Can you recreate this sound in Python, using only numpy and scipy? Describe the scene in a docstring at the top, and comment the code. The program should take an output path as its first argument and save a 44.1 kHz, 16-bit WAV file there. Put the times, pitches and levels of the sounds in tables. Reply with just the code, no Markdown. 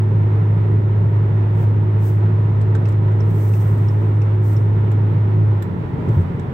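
"""Upshift on the highway

Inside a six-cylinder car, a loose exhaust drones on a cabin resonance until an upshift drops the revs.
Road rumble, tyre roar and wind run on, and both axles thump over a joint in the road.
The turn indicator ticks, the shift paddle clicks and fingers slide on a hand-held phone."""
import sys
import numpy as np
from scipy import signal
from scipy.fft import rfft, irfft, next_fast_len
from scipy.io import wavfile
from scipy.ndimage import map_coordinates

SR = 44100
rng = np.random.default_rng(int(sys.argv[2]) if len(sys.argv) > 2 else 0)


def generate_wav(signal):
    """Clip the signal to [-1, 1] and save it as 16-bit WAV at the path in sys.argv[1]."""
    frames = np.transpose(np.atleast_2d(signal))
    scaled = np.clip(frames, -1, 1) * 32767
    pcm = np.round(scaled).astype(np.int16)
    wavfile.write(sys.argv[1], SR, pcm)


N = 287973

# Engine harmonics. 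Each row: multiple of the two-turn cycle, level in dB before load and resonance,
# left minus right in dB, left phase lead in radians.
ENGINE_ORDERS = [(6, -30.5, -.5, 0), (7, -46, 3, 0.1), (9, -40, 0.5, -1.16), (12, -50, 0.5, -0.7),
                 (15, -53, -1.5, 1.7), (18, -41.5, -4, -1), (21, -46.5, -6, -0.73), (23, -53, -10.5, 0),
                 (25, -57, 3, -1.1), (27, -54, -3.5, -0.8), (33, -56, 0, 1), (36, -58, 1.5, -1),
                 (41, -54, 2.5, 2), (54, -56.5, 0.5, 0.5)]
# Exhaust and cabin resonances. Each row: centre in Hz, half-width in Hz, lift in dB.
RESONANCES = [(103.46, 6.5, 16), (181.8, 22, 19.5), (193, 7, 4), (268.5, 9, 6.5), (358.6, 31, 8.5)]
# Tyre and driveline tones. Each row: frequency in Hz, base level in dB, left phase lead in radians.
WHEEL_TONES = [(41.7, -50, 0), (225.5, -43.5, 0), (542.5, -55, 0), (803, -55, 2.9), (980, -54.5, 1.6)]
# Noise spectra. 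Each row: frequency in Hz, relative spectral density in dB.
RUMBLE_SPECTRUM = [(12, -32), (25, -18.5), (45, -15), (70, -9), (100, -2), (135, 2), (165, 0.5), (195, -9),
                   (285, -13), (370, -10.5), (455, -11.5), (500, -23.5), (620, -26.5), (900, -72.5)]
ROAR_SPECTRUM = [(100, -46), (300, -21.5), (520, 1), (700, -2), (900, 1.5), (1000, 0), (1100, -3.5),
                 (1330, -4.5), (1550, -9.5), (1900, -8.5), (2400, -16), (3000, -21), (3700, -24.5),
                 (4400, -32), (10000, -49.5)]
HISS_SPECTRUM = [(3000, -21.5), (6500, -6), (8300, 3), (9400, -12), (11000, -9), (13000, -5), (15500, 3)]
SKIN_SPECTRUM = [(2500, -27.5), (4000, -9), (6300, -3), (7100, -6), (8400, 0), (9000, -8), (10000, -10),
                 (11200, -5.5), (13000, -2.5), (14200, 0), (15400, -1)]
SNAP_SPECTRUM = [(1000, -15.5), (2500, 5), (3700, 5.5), (4400, -1.5), (5500, 0), (6400, -4.5), (7200, 2),
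                 (8200, -0.5), (9300, -13), (12000, -18.5)]
SIZZLE_SPECTRUM = [(6000, -17.5), (7200, -3), (9300, -17.5), (11000, -6), (13000, -2), (14000, 0.5),
                   (15800, -6)]  # the top of a snap
TOCK_SPECTRUM = [(800, -34), (1500, -21.5), (2400, -5.5), (2620, -1), (3000, -16.5), (4400, -23.5),
                 (5000, -13), (5700, -13.5), (7000, -24), (8000, -21), (10000, -39)]  # lamp on
TICK_SPECTRUM = [(800, -35.5), (1500, -25.5), (2600, -8), (3000, -10), (3500, -3.5), (4400, -21.5),
                 (5000, -6.5), (5380, 0), (5750, -6), (6800, -23), (7600, -13.5), (10000, -35.5)]  # lamp off
# Likeness of the noise at left and right. Each row: frequency in Hz, correlation from -1 to 1.
CORRELATION = [(20, .99), (110, .99), (170, .96), (230, .88), (380, .68), (600, .35), (760, -.05),
               (900, .25), (1160, -.45), (1350, 0), (1700, -.15), (2400, 0), (15000, .05)]
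# Front, then rear axle at the joint. Each row: start in seconds, gain in dB, thump frequency in Hz.
AXLE_HITS = [(6.078, -8, 111.7), (6.158, -6.5, 91.6)]
# Body panel modes. Each row: frequency in Hz, relative level in dB, 60 dB decay time in seconds.
PANEL_MODES = [(151.6, 7.5, 0.11), (173.5, -8.5, 0.27), (344, -4.5, 0.12)]
# Turn stalk, shift paddle and trim clicks. Each row: start in seconds, knock gain in dB,
# knock frequency in Hz, snap gain in dB, sizzle gain in dB.
CLICKS = [(2.613, -50, 1780, -44.5, -56.5), (2.7508, -27, 1480, -39.5, -56.5),
          (2.8862, -47.5, 1270, -45, -57.5), (2.922, -50, 1240, -50, -62), (3.1195, -63.5, 1500, -54, -65),
          (4.9154, -45.5, 1590, -45.5, -50.5), (5.6235, -28, 1660, -41, -39.5),
          (6.086, -47, 1300, -46.5, -60), (6.395, -38.5, 1700, -46, -67.5)]
# Finger slides. Each row: start, attack, hold and release in seconds, gain in dB,
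# left minus right in dB.
SLIDES = [(1.501, 0.13, .01, .08, -53.5, -10), (1.974, .095, .02, 0.16, -47.5, -4),
          (2.851, .04, .03, .07, -58.5, -1.5), (3.179, 0.26, 0.16, 0.81, -49, -1.5),
          (4.42, .035, .08, .16, -50.5, -5), (6.019, .13, .07, .15, -59, -7.5)]

SHIFT_S, SLIP_S = 5.53, 0.27  # start of the upshift, length of the clutch slip
ROUGH_S, ROUGH_WIDTH_S = 6.11, .1  # centre and half-width of the rough asphalt round the joint


def exhaust(cylinders=6, jitter_rad=0.0077):
    """Forced resonance: engine harmonics swell and fade as the revs carry them through fixed peaks."""
    firing_hz, load_db = upshift()
    cycle_hz = firing_hz / cylinders
    cycle_phase = 2 * np.pi * np.cumsum(cycle_hz) / SR + jitter_rad * wobble(7.6)
    out = np.zeros((2, N))
    for order, db, side_db, lead in ENGINE_ORDERS:
        hz = order * cycle_hz
        lift_db = sum(lift * np.exp(-((hz - centre) / width) ** 2) for centre, width, lift in RESONANCES)
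        # the firing order is nearly steady; the others come from uneven combustion and waver
        waver_db = (-0.1 if order == cylinders else 2) * wobble(10)
        harmonic = tone(order * cycle_phase + rng.uniform(0, 2 * np.pi), lead)
        out += amp(db + load_db + lift_db + waver_db) * pan(side_db) * harmonic
    return out


def upshift(cruise_hz=104.42, drop_hz=13.5, settle_hz_per_s=7.4):
    """A higher gear needs fewer revs: the firing rate falls as the clutches slip, then more slowly."""
    flare = swell(SHIFT_S - 0.11, .08)  # the old clutch lets go
    ease = ramp(SHIFT_S, .06)  # the load eases for the shift
    bite = swell(SHIFT_S + 0.22, 0.066)  # the new clutch takes hold
    in_gear_s = np.maximum(clock() - SHIFT_S - SLIP_S, 0)
    firing_hz = cruise_hz + 1.1 * flare - drop_hz * ramp(SHIFT_S, SLIP_S) - settle_hz_per_s * in_gear_s
    load_db = 3.5 * flare - 2 * ease + 4 * bite
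    return firing_hz, load_db


def road_joint(rise_s=0.022, thump_db=8, thump_t60=0.21):
    """Impact excitation: the soft tyre spreads each axle's blow into a thump that rings the panels."""
    out = np.zeros(N)
    for start, db, thump_hz in AXLE_HITS:
        t = np.maximum(clock() - start, 0)
        onset = 1 - np.exp(-(t / rise_s) ** 2)
        out += amp(db) * onset * ringing([(thump_hz, thump_db, thump_t60)] + PANEL_MODES, t)
    return out


def road(rumble_db=-25, roar_db=-37.4, hiss_db=-68):
    """Random forcing: asphalt shakes the body; tread and wind roar through the glass over a thin hiss."""
    rough = swell(ROUGH_S, ROUGH_WIDTH_S)
    rumble = amp(rumble_db + 2 * rough + 1.1 * wobble(8.6)) * noise(RUMBLE_SPECTRUM) * pan(-.5)
    roar = amp(roar_db + rough + 0.75 * wobble(13)) * noise(ROAR_SPECTRUM) * pan(-3.5)
    hiss = amp(hiss_db) * noise(HISS_SPECTRUM) * pan(-1)
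    return rumble + roar + hiss


def wheels(waver_db=2, drift_rad=0.9, rough_db=7):
    """Periodic forcing: tyre cavity and driveline sing at a steady road speed, louder on rough asphalt."""
    lift_db = rough_db * swell(ROUGH_S, ROUGH_WIDTH_S)
    out = np.zeros((2, N))
    for hz, db, lead in WHEEL_TONES:
        gain = amp(db + lift_db + waver_db * wobble(4))
        out += gain * tone(2 * np.pi * hz * clock() + drift_rad * wobble(5), lead)
    return out


def switches(knock_t60=0.039, knock_rise_s=0.0013, snap_t60=0.045):
    """Snap action: a plastic lever flips with a bright crack and a hollow knock of its housing."""
    out = np.zeros((2, N))
    for start, knock_db, knock_hz, snap_db, sizzle_db in CLICKS:
        snap = amp(snap_db) * burst(SNAP_SPECTRUM, snap_t60)
        sizzle = amp(sizzle_db) * burst(SIZZLE_SPECTRUM, snap_t60)
        housing_spectrum = [(knock_hz / 2, -50), (knock_hz, 0), (knock_hz * 2, -50)]
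        knock = amp(knock_db) * burst(housing_spectrum, knock_t60, knock_rise_s)
        add(out, start, snap + sizzle + knock)
    return out * pan(-5.5)


def indicator(first_s=2.8553, period_s=.6808, lit_s=.3485, blinks=3, click_t60=.058):
    """Free vibration: a tock at lamp on and a tick at lamp off, each a click with one main damped mode."""
    t = np.arange(SR // 8) / SR
    tock_ring = ringing([(2620, 0, .065)], t)
    tick_ring = ringing([(5400, -1, 0.053)], t)
    out = np.zeros((2, N))
    for start in first_s + period_s * np.arange(blinks):
        add(out, start, amp(-42) * (burst(TOCK_SPECTRUM, click_t60) + tock_ring))
        add(out, start + lit_s, amp(-46) * (burst(TICK_SPECTRUM, click_t60) + tick_ring))
    return out * pan(-4.5)


def finger_slides(depth_db=22, treble_hz=10000, even_db=-52, brightening=.3):
    """Sliding friction: skin on the phone's case gives a grainy hiss, brighter as it grows louder."""
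    out = np.zeros((2, N))
    hiss = noise(SKIN_SPECTRUM)
    treble = filtered(hiss, lambda hz: hz > treble_hz)
    for start, attack, hold, release, db, side_db in SLIDES:
        since_full_s = clock() - start - attack
        before = np.maximum(-since_full_s, 0) / attack
        after = np.maximum(since_full_s - hold, 0) / release
        level_db = db - depth_db * (before ** 1.8 + after ** 0.85)
        treble_gain = amp(brightening * (level_db - even_db))
        out += amp(level_db) * pan(side_db) * (hiss - treble + treble_gain * treble)
    catch_db, grain_db = wobble(60), wobble(900)
    return out * amp(catch_db + grain_db)


def cabin(x, t60=0.11, wet_db=-9, rise_s=0.0028):
    """Reverberation: reflections from glass and trim add a very short tail."""
    t = np.arange(SR // 6) / SR
    tail = rng.standard_normal((2, len(t))) * amp(-60 * t / t60) * (1 - np.exp(-t / rise_s))
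    tail /= np.linalg.norm(tail, axis=1, keepdims=True)
    return x + amp(wet_db) * signal.fftconvolve(x, tail, axes=1)[:, :N]


def ringing(modes, t):
    """Damped sines. Each mode: frequency in Hz, level in dB, 60 dB decay time in seconds."""
    return sum(amp(db - 60 * t / t60) * np.sin(2 * np.pi * hz * t) for hz, db, t60 in modes)


def burst(spectrum, t60, rise_s=.0003):
    """Many close modes that decay together make a short stereo click."""
    t = np.arange(SR // 8) / SR
    gain = amp(along(spectrum, np.fft.rfftfreq(len(t), 1 / SR)))
    white = rng.standard_normal((2, len(t)))
    modes = unit(irfft(rfft(white) * gain, len(t)))
    return modes * amp(-60 * t / t60) * (1 - np.exp(-t / rise_s))


def noise(spectrum):
    """Partial coherence: stereo noise of rms 1, alike in the bass and unrelated in the treble."""
    def response(hz):
        likeness = along(CORRELATION, hz)
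        return amp(along(spectrum, hz)) * np.sqrt([1 + likeness, 1 - likeness])
    mid, side = filtered(rng.standard_normal((2, N)), response)
    return unit(np.array([mid + side, mid - side]))


def tone(phase, lead):
    """A stereo sine of rms 1 with a phase lead on the left."""
    return np.sqrt(2) * np.sin(phase + np.array([[lead], [-lead]]) / 2)


def filtered(x, response):
    """Linear filtering: the spectrum of x times a frequency response."""
    size = next_fast_len(N + SR // 2)
    return irfft(rfft(x, size) * response(np.fft.rfftfreq(size, 1 / SR)), size)[..., :N]


def along(points, hz):
    """Interpolation of (Hz, value) points on a log frequency axis."""
    knots_hz, values = np.transpose(points)
    return np.interp(np.log(hz + 1), np.log(knots_hz + 1), values)


def wobble(rate):
    """A smooth random curve with rate knots a second."""
    return map_coordinates(rng.standard_normal(int(N * rate / SR) + 4), [clock() * rate])


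def ramp(start, length):
    """A rise from 0 to 1 over length seconds, then held."""
    return np.clip((clock() - start) / length, 0, 1)


def swell(centre, width):
    """A Gaussian bell of height 1 in time."""
    return np.exp(-((clock() - centre) / width) ** 2)


def clock():
    """Time of every sample in seconds."""
    return np.arange(N) / SR


def amp(db):
    """Decibels to amplitude ratio."""
    return 10 ** (np.asarray(db) / 20)


def unit(x):
    """Normalisation to rms 1."""
    return x / np.sqrt(np.mean(x ** 2) + 1e-20)


def pan(db):
    """Channel gains for a level difference, left minus right."""
    return unit(amp(np.array([[db], [-db]]) / 2))


def add(track, start, sound):
    """Mix a short stereo sound in at start seconds."""
    span = track[:, round(start * SR):][:, :sound.shape[1]]
    span += sound[:, :span.shape[1]]


def scene():
    """Superposition: all sources add at the driver's seat; only the clicks reverberate."""
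    driving = exhaust() + wheels() + road() + road_joint()
    return driving + finger_slides() + cabin(indicator() + switches())


def record(dry, top_hz=15800):
    """Band limiting: nothing above top_hz passes."""
    return filtered(dry, lambda hz: hz < top_hz)


dry = scene()
out = record(dry)
generate_wav(out)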